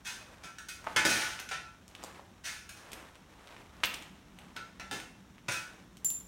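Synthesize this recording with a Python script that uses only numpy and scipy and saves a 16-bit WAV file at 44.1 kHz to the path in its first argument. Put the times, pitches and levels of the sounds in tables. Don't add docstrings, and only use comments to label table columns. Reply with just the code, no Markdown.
import sys
import numpy as np
from scipy import signal
from scipy.fft import rfft, irfft
from scipy.io import wavfile

SR = 44100
rng = np.random.default_rng(int(sys.argv[2]) if len(sys.argv) > 2 else 0)


def unload_wav(signal):
    wavfile.write(
        sys.argv[1],
        SR,
        np.round(np.clip(np.atleast_2d(signal).T, -1, 1) * 32767).astype(np.int16),
    )


N = 276507
TIME = np.arange(N) / SR


def undb(db):
    return 10 ** (np.asarray(db) / 20)


def unit(x):
    return x / np.sqrt(np.sum(x ** 2))


def add(track, start_s, x):
    i = max(int(start_s * SR), 0)
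    track[i:i + len(x)] += x[:N - i]


def colour(x, points):
    size = 2048
    hz, db = np.transpose(points)
    f = np.maximum(np.fft.rfftfreq(size, 1 / SR), 1)
    gain = undb(np.interp(np.log(f), np.log(hz), db))
    cepstrum = irfft(np.log(gain))
    cepstrum[1:size // 2] *= 2
    cepstrum[size // 2 + 1:] = 0
    impulse_response = unit(irfft(np.exp(rfft(cepstrum))))
    return signal.oaconvolve(x, impulse_response)[:len(x)]


def resonate(x, hz, width_hz):
    hz = min(hz, SR * .45)
    b, a = signal.iirpeak(hz, hz / min(width_hz, SR / 4), fs=SR)
    return signal.lfilter(b, a, x)


def grains(count, spread_db):
    size = np.minimum(rng.exponential(size=count), 2 * np.pi)
    return rng.standard_normal(count) * undb(spread_db * size)


def walk(knots_per_s):
    knots = rng.standard_normal(1024)
    return np.interp(TIME * knots_per_s, np.arange(len(knots)), knots)


def room(x, t60_low_s, t60_high_s, gap_s, late_db, late_t60_s):
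    t = TIME[:SR * 3 // 4]
    noise = rng.standard_normal(len(t))
    low = signal.sosfilt(signal.butter(1, 5000, fs=SR, output="sos"), noise)
    high = noise - low
    low_decay = undb(-60 * t / t60_low_s) + undb(late_db - 60 * t / late_t60_s)
    tail = low * low_decay + high * undb(-60 * t / t60_high_s)
    return signal.fftconvolve(x, unit(tail * (t > gap_s)))[:N]


# frequency in Hz, relative density in dB.
AIR_SPECTRUM = [(15, -14), (25, 1.5), (64, 7.5), (190, -3), (354, -4.5), (451, -14), (1740, -30),
                (3720, -18.5), (4870, -33), (5430, -18.5), (9070, -29.5), (14800, -33.5), (16000, -31)]
AIR_DB = -60.5
DRONE_FAR_DB, DRONE_NEAR_DB, DOORWAY_S, APPROACH_S = -65.5, -60, 3.65, 0.1


def building():
    air = colour(rng.standard_normal(N), AIR_SPECTRUM) * undb(AIR_DB + 0.15 * walk(knots_per_s=5.48))
    hum = resonate(rng.standard_normal(N), 182, 20)
    upper_hum = resonate(rng.standard_normal(N), 255, 92)
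    drone = resonate(hum + undb(-9.5) * upper_hum, 202, 230)
    nearness = (1 + np.tanh((TIME - DOORWAY_S) / APPROACH_S)) / 2
    drone_db = DRONE_FAR_DB + (DRONE_NEAR_DB - DRONE_FAR_DB) * nearness
    return air + drone / drone.std() * undb(drone_db)


# hardest push in seconds, relative level in dB,
# nominal length in seconds.
SCUFFS = [ (0.337, -57, 0.31), (0.91, -48, .08), (1.12, -50, 0.35), (2.105, -52.5, 0.19), (2.96, -52, 0.26),
          (3.528, -55.5, 0.29), (3.943, -52.5, 0.23), (4.54, -60, 0.33), (5.75, -58.5, 0.17)]
# frequency in Hz, relative density in dB.
GRIT_SPECTRUM = [(100, -3), (400, 0), (900, 1), (1600, -2), (3000, -9), (5000, -16.5), (9000, -20),
                 (16000, -32.5)]
SCUFF_RISE_SHARE = 0.54
SHUFFLE_DB = -64.5
CRUMBS_PER_S, CRUMB_DB = 35, -13


def scuff():
    power = undb(SHUFFLE_DB) ** 2
    for push_s, db, length_s in SCUFFS:
        width_s = length_s * np.where(TIME < push_s, SCUFF_RISE_SHARE, 1 - SCUFF_RISE_SHARE)
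        power = power + undb(db) ** 2 * np.exp(-((TIME - push_s) / width_s) ** 2)
    pressure = np.sqrt(power) * undb(1.6 * walk(knots_per_s=57))
    rub = colour(grains(N, spread_db=2.5), GRIT_SPECTRUM)
    crumbs = rng.choice([-1, 1], N) * (rng.random(N) < CRUMBS_PER_S / SR)
    crumbs = resonate(resonate(crumbs, 2030, 2600), 2400, 4600)
    return pressure * (rub / rub.std() + undb(CRUMB_DB) * crumbs / crumbs.std())


# start in seconds, relative level in dB.
SHARD_LANDINGS = [(6.0488, -26), (6.0549, -32), (6.1088, -32.5)]
# frequency in Hz, relative level in dB, 60 dB decay time in seconds.
SHARD_MODES = [(7251, 0, .13), (7300, -8, .05), (10000, -9, .11)]


def shard():
    track, t = np.zeros(N), TIME[:SR // 2]
    for start_s, db in SHARD_LANDINGS:
        for hz, mode_db, t60_s in SHARD_MODES:
            swing = np.sin(2 * np.pi * (hz * t + rng.random()))
            decay = np.exp(-np.log(1000) * t / t60_s)
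            add(track, start_s, undb(db + mode_db) * swing * decay)
    walls = room(track, t60_low_s=.42, t60_high_s=.38, gap_s=.003, late_db=-32, late_t60_s=1.0)
    return track + undb(3) * walls


# start in seconds, relative level in dB, pitch in Hz,
# splinter level relative to the crack in dB.
SNAPS = [ (0.843, -45, 1500, -7), (0.868, -37.5, 1180, -30), (0.8713, -30, 1130, -30),
         (1.3913, -38, 2460, -19), (1.4, -45, 9000, 1), (1.88, -53, 5900, 0), (1.951, -41.5, 2820, -10),
         (2.030, -50, 1040, 2), (2.0379, -44.5, 830, 6.5), (2.195, -48, 875, -25), (2.9176, -51, 4000, 7),
         (2.9314, -41.5, 2720, 3.5), (3.1552, -52, 2680, -7), (3.4735, -48, 3250, -12),
         (3.5654, -47, 1950, -22), (3.835, -23, 1660, -15), (3.8383, -20, 2600, -18),
         (3.843, -25.5, 2600, -9), (3.856, -38, 14500, -3), (3.860, -33.5, 2920, -7),
         (3.9398, -41, 2000, 1), (3.9434, -35.5, 3160, -4.5), (4.024, -49.5, 2520, 1.5),
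         (4.388, -47.5, 2380, -5), (4.566, -40, 2510, -6), (5.001, -38, 2290, -10),
         (5.3821, -51, 1930, -26), (5.970, -61.5, 4000, 12), (6.0466, -31.5, 11900, -12.5),
         (6.1025, -35, 10900, -5.5)]
RUN_ON_GAP_S, RUN_ON_DB, RUN_ON_FADE_DB, RUN_ON_SCATTER_OCT = .005, -6.5, -7, .3


def fractures(count):
    for start_s, db, hz, splinter_db in SNAPS:
        yield start_s, db, hz, splinter_db
        for k, (gap, size) in enumerate(rng.uniform(-1, 1, (count, 2))):
            start_s = start_s + RUN_ON_GAP_S * 2 ** gap
            run_on_db = db + RUN_ON_DB + k * RUN_ON_FADE_DB
            yield start_s, run_on_db, hz * 2 ** (RUN_ON_SCATTER_OCT * size), splinter_db


# frequency in Hz, relative gain in dB.
SNAP_TONE = [(100, 10.5), (280, 12), (1000, 4.5), (1650, -2.5), (2200, -1.5), (3000, 0), (4500, -4),
             (6200, -1), (9300, -1), (11000, -1), (13000, 4.5), (15500, 5.5)]


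def snaps():
    track, t = np.zeros(N), TIME[:SR // 30]
    spray_tone = [(300, -8.0), (900, -11.0), (3000, 0), (9000, -1.0), (16000, -23.5)]
    for start_s, db, hz, splinter_db in fractures(count=2):
        crack = resonate(resonate(signal.unit_impulse(len(t)), hz, hz * 0.84), hz, hz)
        spray = colour(rng.standard_normal(len(t)) * np.exp(-t / 0.0023), spray_tone)
        add(track, start_s, undb(db + 24) * (unit(crack) + undb(splinter_db) * unit(spray)))
    track = colour(track, SNAP_TONE)
    smear = unit(rng.standard_normal(len(t)) * np.exp(-t / .006))
    ceiling_tone = [(300, -4), (3000, -16), (9000, -38), (12000, 11), (15500, -15), (18000, 10)]
    echo = colour(signal.oaconvolve(track, smear), ceiling_tone)
    ceiling = np.zeros(N)
    add(ceiling, .0175, undb(-9) * echo)
    walls = room(track + ceiling, t60_low_s=.5, t60_high_s=.42, gap_s=.003, late_db=-22, late_t60_s=1.3)
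    return track + ceiling + undb(-6.0) * walls


# start in seconds, relative level in dB,
# rise in seconds, decay constant in seconds, treble tilt in dB per octave,
# weight of the heel in the bass in dB.
CRUNCHES = [ (0.043, -37.5, 0.023, 0.043, .5, -8), (0.430, -46.5, 0.0072, 0.02, -0.5, 7),
            (0.584, -47.5, 0.00068, 0.0042, -0.5, -16), (0.684, -42, .005, 0.012, 2.5, -17),
            (0.961, -25, 0.0024, 0.011, -3, 3.5), (1.049, -25, 0.0026, 0.013, 0.5, 13),
            (1.084, -27, 0.0091, 0.085, 1, 5), (1.196, -34, 0.013, 0.069, -2, -4),
            (1.394, -45, 0.003, 0.0062, -1, 6), (1.487, -45.5, .0035, 0.0067, -1, -29),
            (1.511, -37, 0.0011, 0.02, -4, 3.5), (2.436, -36, 0.019, 0.051, 0.5, -2),
            (2.691, -48, 0.0018, 0.0027, 3, -19), (2.757, -55.5, 0.009, 0.032, 1.5, -19),
            (4.561, -45, 0.0043, .004, -5.5, 2), (4.796, -45.5, 0.0019, 0.0075, -3, 9.5),
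            (4.911, -37, .001, 0.033, 0.5, 16), (5.4818, -33.5, 0.0025, 0.012, -2.5, 8),
            (5.505, -35.5, 0.017, 0.026, 1, -10)]
# frequency in Hz, relative density in dB.
GLASS_SPECTRUM = [(40, -13), (100, -6), (200, -6), (320, -11), (520, -7.5), (780, -5.5), (1150, -5),
                  (1500, 2.5), (2400, -1.5), (4600, -3.5), (6200, 0.5), (7300, -7), (9500, -4.5),
                  (10400, -12.5), (16000, -18.5)]
# frequency in Hz, width in Hz, lift in dB.
FLOOR_RINGS = [(319, 14, 8), (694, 12, 5), (770, 20, 6), (867, 9, 14), (997, 12, 8), (1118, 10, 4),
               (1262, 10, 3), (1345, 7, 17), (1430, 16, 4), (1472, 11, 14), (1512, 9, 5), (1553, 9, 8),
               (1728, 13, 12), (1800, 9, 5), (1838, 10, 7), (1918, 13, 5), (2140, 8, 11), (2305, 18, 8),
               (2528, 16, 13), (2690, 22, 7), (2940, 34, 5), (3228, 20, 6), (3573, 10, 10), (3760, 18, 5),
               (4065, 13, 7), (4762, 9, 8), (6510, 16, 4), (6630, 18, 4)]
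CLACK_DB, CLACK_DB_PER_TILT = 1, -0.5
GRAIN_SPREAD_DB, CRUNCH_DIRECT_DB = 4.3, -4


def crunches():
    track, t = np.zeros(N), TIME[:SR // 4]
    for start_s, db, rise_s, decay_s, tilt_db, weight_db in CRUNCHES:
        load = np.minimum(t / rise_s, 1) * np.exp(-np.maximum(t - rise_s, 0) / decay_s)
        swarm = grains(len(t), spread_db=GRAIN_SPREAD_DB) * load
        heel = [(50, 1.1), (110, weight_db), (380, 1.12 * weight_db), (850, 0.63 * weight_db)]
        plates = [(1400, CLACK_DB + CLACK_DB_PER_TILT * tilt_db)]
        splinters = [(2300, 3.4), (16000, tilt_db * np.log2(7))]
        shaped = colour(swarm, heel + plates + splinters)
        burst = undb(db + 29.5) * unit(colour(shaped, GLASS_SPECTRUM))
        add(track, start_s, undb(CRUNCH_DIRECT_DB) * burst)
        walls = room(burst, t60_low_s=0.45, t60_high_s=0.4, gap_s=0.00036, late_db=-20.5, late_t60_s=0.77)
        add(track, start_s, walls)
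    for hz, width_hz, lift_db in FLOOR_RINGS:
        track = track + (undb(lift_db) - 1) * resonate(track, hz, width_hz)
    return track


def scene():
    return (building() + scuff() + shard() + snaps() + crunches())[None]


def record(dry):
    dry = signal.sosfilt(signal.butter(3, 36, "high", fs=SR, output="sos"), dry)
    return signal.sosfilt(signal.ellip(10, .2, 80, 15850, fs=SR, output="sos"), dry)


dry = scene()
out = record(dry)
unload_wav(out)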